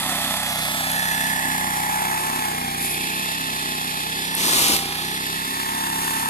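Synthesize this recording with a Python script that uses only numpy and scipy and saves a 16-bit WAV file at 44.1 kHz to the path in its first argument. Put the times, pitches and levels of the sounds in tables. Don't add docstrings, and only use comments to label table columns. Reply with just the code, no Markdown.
import sys
import numpy as np
from scipy import signal
from scipy.fft import rfft, irfft, next_fast_len
from scipy.io import wavfile
from scipy.ndimage import map_coordinates

SR = 44100
rng = np.random.default_rng(int(sys.argv[2]) if len(sys.argv) > 2 else 0)


def bounce(signal):
    frames = np.transpose(np.atleast_2d(signal))
    limited = np.clip(frames, -1, 1)
    pcm = np.round(limited * 32767).astype(np.int16)
    wavfile.write(sys.argv[1], SR, pcm)


N = 277389
TIME = np.arange(N) / SR
SIZE = next_fast_len(N, True)
FREQ = np.maximum(np.arange(SIZE // 2 + 1) * SR / SIZE, 1)


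# start_s, slowing_s, sag_hz (firings per second)
LOADS = [(0.255, 0.24, 0.77), (1.25, 0.49, 1.16), (2.37, 0.3, 3), (3.375, 0.44, 1.4), (4.45, .24, 3.5),
         (5.3, 0.411, -0.3)]
GOVERNED_HZ, CREEP_HZ_PER_S, RECOVER_S = 32.5, 0.126, 0.395
THROTTLE_DB_PER_SAG_HZ, PUFF_DB_PER_SAG_HZ, WHINE_DB_PER_SAG_HZ = 1, 0.5, 0.4
SPEED_DB_PER_HZ, DECK_FADE_DB_PER_S = 0.46, 4
DENSITY_DB, DENSITY_HZ = 0.5, 14

# time_s, angle_deg (0 is facing it)
BEARING = [(0, 14.2), (.4, 15.5), (1, 48.4), (1.5, 62), (2.4, 85.6), (2.75, 100), (3, 115), (4.05, 112),
           (4.45, 130.6), (4.92, 137), (5.35, 111), (5.8, 90.7), (6.29, 83)]
# part (name), facing_db, turned_away_db, lobe_angle_deg, lobe_db
PART_LEVELS = [("thud", -36.5, -39, 75, 1), ("puff", -56, -41.5, 74.4, 7.5),
               ("deck", -34.5, -31.5, 26, 0.69), ("whine", -38, -36, 75.7, 8.9),
               ("rattle", -38.5, -32, 53.5, 13.9), ("screech", -37, -37.5, 126, 2.5),
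               ("squeal", -31, -34, 18, 6.7), ("guard", -36, -37, 78, 5.6),
               ("clatter", -28.5, -27, 78.7, -6.5), ("hiss", -28.5, -32.5, 73, 1)]
LOBE_DEG, AWAY_DEG, AWAY_SPREAD_DEG = 24.4, 80.6, 14

# multiple (of the firing rate), relative_db
EXHAUST_PARTIALS = [(1, -21), (2, -4.5), (3, -6), (4, -7), (5, 3.5), (6, 1.5), (7, -14), (8, 3), (9, -19),
                    (10, -12), (11, -13), (12, -23.5), (13, -23)]
# pitch_hz, relative_db
GAS_SPECTRUM = [(25, -20), (70, -36), (120, -16), (170, 1.5), (240, 8.5), (290, 3.5), (360, -5.5),
                (450, -33), (800, -40)]
# pitch_hz, relative_db
PUFF_SPECTRUM = [(100, -17), (220, -1.5), (300, 0), (360, 4), (430, 0), (510, -8), (800, -44), (2000, -55)]
# multiple (of the tooth rate), relative_db, phase_flutter_rad
GEAR_TONES = [(1, 2, 0.098), (2, -3.5, 0.11), (3, -3, 2.03), (4, -5, 0.57)]
TEETH_PER_FIRING = 26.75
# pitch_hz, gain_db
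HOUSING_RESPONSE = [(450, -18), (660, -13), (745, -0.5), (795, 3.5), (822, -2.5), (852, 1), (895, -0.5),
                    (930, 4.5), (1100, -1), (1400, -22), (1720, 1), (3500, 2)]
# centre_hz, width_hz, relative_db
GEARBOX_MODES = [(825, 370, -30), (1760, 146, 9.5), (1890, 98, 6.5)]
# time_s, centre_hz, level_db
HOLLOW_RING = [(1.6, 2000, -38), (2.1, 2106, -34.5), (2.7, 2303, -37.5), (3.1, 2535, -30.5),
               (3.5, 2650, -39.5), (4, 2504, -38), (4.6, 2550, -56)]
HOLLOW_HALF_WIDTH_HZ = 260
# pitch_hz, relative_db
DECK_SPECTRUM = [(300, -58), (480, -12), (600, 5), (690, 10.5), (800, 6), (950, -5.5), (1450, -11.5),
                 (2000, -12), (4000, -17)]
# centre_hz, width_hz, relative_db
GUARD_RESONANCES = [(1026, 347, 7.5), (1300, 38, 11), (1590, 960, 0)]
# centre_hz, width_hz, relative_db
CASING_MODES = [(2110, 190, -2.5), (2600, 720, -5.5), (3487, 480, 0.5), (4320, 1250, -3)]
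GAS_MEMORY, TEETH_MEMORY, DECK_MEMORY, RATTLE_MEMORY = 0.62, 0.75, 0.54, 0.48

# pitch_hz, relative_db
GRASS_SPECTRUM = [(500, -3.5), (1100, 4), (2500, 5.5), (4500, 0.3), (6300, 2.5), (8000, 5.5), (10000, 7),
                  (11500, 8), (13500, 3.5), (15000, -37)]
# start_s, length_s, peak_db (before the hiss trim)
LUSH_TUFTS = [(5.92, 0.28, -42)]
# start_s, level_db
STALK_SNAPS = [(.574, -37), (.916, -15), (1.002, -21), (1.751, -20), (2.825, -20), (2.859, -14),
               (2.923, -21), (2.956, -23), (3.019, -21), (4.351, -10.5), (4.367, -16), (5.503, -21)]
# pitch_hz, relative_db
SNAP_SPECTRUM = [(1000, -25), (5000, -23), (10500, 19), (14000, 7)]
# start_s, length_s, peak_db (before a random waver)
DRY_PATCHES = [(2.76, 0.17, -27.5), (2.95, 0.3, -38)]
# pitch_hz, relative_db
CRACKLE_SPECTRUM = [(1000, -37), (4000, -20), (7500, -9), (9500, -6), (10800, 4), (12500, -5), (15000, -24)]
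# start_s, length_s, peak_db (before a random waver)
THICK_CLUMP = [(4.368, 0.38, -16)]
# pitch_hz, relative_db
TEAR_SPECTRUM = [(25, -22), (60, -3), (130, -5.5), (220, 2), (350, 4), (500, -1), (700, -0.5), (1100, 6),
                 (1600, -1), (3700, 5.5), (6500, 1.5), (10000, 3.5), (14000, -1)]
# start_s, level_db
HARD_KNOCKS = [(4.585, -15), (4.616, -20), (4.682, -11), (4.765, -11)]
# start_s, level_db
EARTH_CLODS = [(4.655, -28), (4.69, -23)]
# pitch_hz, relative_db
THUMP_SPECTRUM = [(60, -12), (200, -6), (370, 8), (600, -29), (2000, -50)]
BITE_S, SWELL_DB, PEAK_SHARE, RELEASE_S = 0.016, 7.5, 0.72, 0.045

# pitch_hz, left_minus_right_db
MACHINE_PORTS = [(200, -0.5), (450, 1), (700, -1.5), (900, -2), (1400, -2), (1800, -7), (2300, -2.5),
                 (2900, -1.5), (3600, -3.5), (5300, 1.5), (8500, 0), (10800, -1), (13500, 2.5)]
# pitch_hz, left_minus_right_db
TEARING_PORTS = [(200, 3), (380, 4), (700, 9), (1300, -5), (4000, -0.5), (6000, 0.5), (8500, 5), (10800, 3),
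                 (13500, 5)]
# pitch_hz, scattered_minus_direct_db
FIELD_SCATTER = [(30, -13), (100, -28), (300, -23), (900, -9), (1400, -31.5), (2200, -3.5), (4000, 2),
                 (6000, -5), (8500, 2.5), (14000, 9)]
PORT_LAG_MS = 0.4404
LOW_LAG_SHARE, LOW_LAG_HZ = 0.88, 2030
SHADE_FACING_DB, SHADE_SIDE_DB = -6, 6
BODY_MS, BODY_SWING_MS, BODY_DEG, BODY_DB = 0.818, 0.842, 15.2, -7
BODY_LOW_HZ, BODY_TOP_HZ = 480, 5430
TOP_HZ = 14400


def undb(db):
    return 10 ** (np.asarray(db) / 20)


def unit(x):
    return x / np.sqrt(np.mean(x ** 2))


def curves(table):
    times, *columns = np.transpose(table)
    return [np.interp(TIME, times, column) for column in columns]


def gains(points):
    hz, db = np.transpose(points)
    return undb(np.interp(np.log(FREQ), np.log(hz), db))


def filtered(x, response):
    return irfft(rfft(x, SIZE) * response, SIZE)[:N]


def colour(x, points):
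    return unit(filtered(x, gains(points)))


def ring(x, modes):
    power = 0
    for hz, width_hz, db in modes:
        detuning = hz / (2 * width_hz) * (FREQ / hz - hz / FREQ)
        power = power + undb(2 * db) / (1 + 2 * detuning ** 2) ** 2
    return unit(filtered(x, np.sqrt(power)))


def noise():
    return rng.standard_normal(N)


def walk(hz):
    return unit(filtered(noise(), 1 / (1 + (FREQ / hz) ** 4)))


def grains(per_s, spread_db):
    hits = rng.random(N) < per_s / SR
    sizes = undb(spread_db * np.minimum(rng.exponential(size=N), 5))
    return unit(hits * np.sign(noise()) * sizes)


def stroke(cycle, at, sharpness):
    return np.exp(sharpness * (np.cos(2 * np.pi * (cycle - at)) - 1))


def repeating(x, cycle, memory, count=8):
    turns = np.floor(cycle[-1])
    recurring = x
    for back in range(1, count):
        earlier = np.interp((cycle - back) % turns, cycle, x)
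        recurring = recurring + np.clip(memory, 0, 1) ** back * earlier
    return unit(recurring)


def patches(table):
    envelope = 0
    for start_s, length_s, peak_db in table:
        since_s = TIME - start_s
        through = np.clip(since_s / length_s, 0, 1)
        bite = np.clip(since_s / BITE_S, 0, 1)
        release = np.exp(-np.maximum(since_s - length_s, 0) / RELEASE_S)
        arch_db = peak_db - SWELL_DB * (through / PEAK_SHARE - 1) ** 2
        envelope = envelope + bite * release * undb(arch_db)
    return envelope


def impacts(table, decay_s, spectrum):
    envelope = 0
    for start_s, db in table:
        decay = np.exp(-np.abs(TIME - start_s) / decay_s)
        envelope = envelope + undb(db) * (TIME >= start_s) * decay
    return envelope * colour(noise(), spectrum)


def engine_speed():
    hz = GOVERNED_HZ + CREEP_HZ_PER_S * TIME
    for start_s, slowing_s, sag_hz in LOADS:
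        since_s = TIME - start_s
        recovery = np.exp(-(np.maximum(since_s - slowing_s, 0) / RECOVER_S) ** 2)
        hz = hz - sag_hz * np.clip(since_s / slowing_s, 0, 1) * recovery
    return hz


def part_levels(angle, hz):
    away = 1 / (1 + np.exp((AWAY_DEG - angle) / AWAY_SPREAD_DEG))
    db_per_hz = {"thud": 0, "puff": -PUFF_DB_PER_SAG_HZ, "whine": -WHINE_DB_PER_SAG_HZ}
    levels = {}
    for part, facing_db, away_db, lobe_deg, lobe_db in PART_LEVELS:
        turned_db = facing_db + (away_db - facing_db) * away
        beam_db = lobe_db * np.exp(-((angle - lobe_deg) / LOBE_DEG) ** 2)
        speed_db = db_per_hz.get(part, SPEED_DB_PER_HZ) * (hz - GOVERNED_HZ)
        levels[part] = turned_db + beam_db + speed_db
    return levels


def exhaust(cycle, thud_db, puff_db, bass_db):
    multiples, db = np.transpose(EXHAUST_PARTIALS)
    log_gain = np.log(undb(np.r_[db[0], db, db[-1], db[::-1]]))
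    lags = np.imag(signal.hilbert(log_gain))[1:]
    note = 0
    for k, partial_db, lag in zip(multiples, db, lags):
        gain = undb(partial_db + bass_db / (1 + (k / 4) ** 4))
        note = note + gain * np.cos(2 * np.pi * k * cycle - lag)
    surge = 0.7 + 2.3 * stroke(cycle, at=0.034, sharpness=2.5)
    gas = colour(repeating(noise(), cycle, GAS_MEMORY) * surge, GAS_SPECTRUM)
    burst = 2 + stroke(cycle, at=0.024, sharpness=19.0)
    puff = colour(repeating(noise(), cycle, GAS_MEMORY) * burst, PUFF_SPECTRUM)
    thud = unit(note) * undb(0.5 * walk(5.3)) + undb(-6) * gas
    return undb(thud_db) * thud + undb(puff_db) * puff


def tooth_slap(cycle):
    return unit(filtered(repeating(noise(), cycle, TEETH_MEMORY), 1 / (1 + (FREQ / 230) ** 2)))


def gear(cycle, whine_db, rattle_db, screech_db, squeal_db):
    turn = 2 * np.pi * (cycle - 0.07)
    mesh = TEETH_PER_FIRING * turn
    jolt = 0.37 * np.sin(turn) + 0.48 * np.sin(2 * turn + 0.77)
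    load = 0.88 + 0.24 * np.cos(2 * turn) + 0.35 * stroke(cycle, at=0.07, sharpness=9)
    slack = 1 + undb(-12.0) * (tooth_slap(cycle) + 1j * tooth_slap(cycle))
    levels = (whine_db, rattle_db, screech_db, squeal_db)
    tones = 0
    for (k, tone_db, flutter), level_db in zip(GEAR_TONES, levels):
        phase = k * mesh - jolt + flutter * walk(20.0)
        tones = tones + undb(tone_db + level_db) * np.imag(slack * np.exp(1j * phase))
    knocks = repeating(grains(per_s=2200, spread_db=-3.5), cycle, RATTLE_MEMORY)
    rattle = undb(rattle_db - 4.0) * ring(knocks, GEARBOX_MODES)
    return load * (filtered(tones, gains(HOUSING_RESPONSE)) + rattle)


def hollow(cycle):
    hz, db = curves(HOLLOW_RING)
    phase = 2 * np.pi * np.cumsum(hz) / SR
    band = walk(HOLLOW_HALF_WIDTH_HZ) * np.cos(phase) + walk(HOLLOW_HALF_WIDTH_HZ) * np.sin(phase)
    pulsing = 2 + stroke(cycle, at=0.02, sharpness=1.4)
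    return undb(db) * unit(band * pulsing)


def deck(cycle, deck_db, guard_db):
    pulsing = 1.5 + stroke(cycle, at=0.08, sharpness=6)
    blows = repeating(grains(per_s=3500, spread_db=0.8), cycle, DECK_MEMORY) * pulsing
    hood = undb(deck_db - 1.0) * colour(blows, DECK_SPECTRUM)
    return hood + undb(guard_db) * ring(blows, GUARD_RESONANCES)


def clatter(cycle, clatter_db):
    pulsing = 3.2 + stroke(cycle, at=0.02, sharpness=1.5)
    blows = grains(per_s=12000, spread_db=0.0) * pulsing
    return undb(clatter_db - 3.0) * ring(blows, CASING_MODES)


def grass(cycle, hiss_db):
    pulsing = 2.8 + stroke(cycle, at=0.05, sharpness=3)
    cuts = (noise() + 0.69 * grains(per_s=3900, spread_db=2.0)) * pulsing
    level = (undb(hiss_db) + patches(LUSH_TUFTS)) * undb(0.8)
    return level * colour(cuts, GRASS_SPECTRUM)


def stalks():
    crackle = colour(grains(per_s=7700, spread_db=5.5), CRACKLE_SPECTRUM)
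    crackle = crackle * patches(DRY_PATCHES) * undb(1.6 * walk(40))
    return crackle + impacts(STALK_SNAPS, decay_s=0.0011, spectrum=SNAP_SPECTRUM)


def clump():
    shred = colour(noise() + 0.81 * grains(per_s=3000, spread_db=4.0), TEAR_SPECTRUM)
    tearing = shred * patches(THICK_CLUMP) * undb(1.1 * walk(36))
    knocks = impacts(HARD_KNOCKS, decay_s=0.002, spectrum=TEAR_SPECTRUM)
    return tearing + knocks + impacts(EARTH_CLODS, decay_s=0.017, spectrum=THUMP_SPECTRUM)


def delayed(x, ms):
    return map_coordinates(x, [np.arange(N) - ms * SR / 1000], order=3)


def body_echo(x, angle):
    delay_ms = BODY_MS + BODY_SWING_MS * np.cos(np.radians(angle - BODY_DEG))
    low_cut = FREQ ** 2 / (FREQ ** 2 + BODY_LOW_HZ ** 2)
    thrown = filtered(x, low_cut / np.sqrt(1 + (FREQ / BODY_TOP_HZ) ** 2))
    return undb(BODY_DB) * delayed(thrown, delay_ms)


def far_port(x, lag_ms):
    low = filtered(x, 1 / (1 + (FREQ / LOW_LAG_HZ) ** 6))
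    return delayed(low, LOW_LAG_SHARE * lag_ms) + delayed(x - low, lag_ms)


def field(x, diffuse, ports, angle):
    sideways = np.sin(np.radians(angle))
    lag_ms = PORT_LAG_MS * sideways
    shade_db = SHADE_FACING_DB + SHADE_SIDE_DB * sideways ** 2
    share, tilt = gains(FIELD_SCATTER), gains(ports)
    balance = np.sqrt(2 / (1 + tilt ** 2) / (1 + share ** 2))
    left, right = x + body_echo(x, angle), far_port(x, lag_ms)
    out = []
    for direct, side, sign in ((left, tilt, 1), (right, 1, -1)):
        heard = filtered(direct + filtered(diffuse(), share), side * balance)
        treble = filtered(heard, FREQ ** 2 / (FREQ ** 2 + 4500 ** 2))
        out.append(heard + (undb(sign * shade_db / 2) - 1) * treble)
    return np.array(out)


def scene():
    hz, angle = engine_speed(), curves(BEARING)[0]
    cycle = np.cumsum(hz * (1 + 0.001925 * walk(11.13))) / SR
    db, density_db = part_levels(angle, hz), DENSITY_DB * walk(DENSITY_HZ)
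    bass_db = THROTTLE_DB_PER_SAG_HZ * (GOVERNED_HZ - hz)
    engine = exhaust(cycle, db["thud"], db["puff"], bass_db)
    engine = engine + gear(cycle, db["whine"], db["rattle"], db["screech"], db["squeal"])
    engine = engine + hollow(cycle)

    def cutting():
        machine = deck(cycle, db["deck"] - DECK_FADE_DB_PER_S * TIME, db["guard"])
        machine = machine + clatter(cycle, db["clatter"] + density_db)
        return machine + grass(cycle, db["hiss"] + density_db) + stalks()

    mower = field(engine + cutting(), cutting, MACHINE_PORTS, angle)
    return mower + field(clump(), clump, TEARING_PORTS, angle)


def record(dry):
    return signal.sosfilt(signal.ellip(12, 0.1, 80, TOP_HZ, fs=SR, output="sos"), dry)


dry = scene()
out = record(dry)
bounce(out)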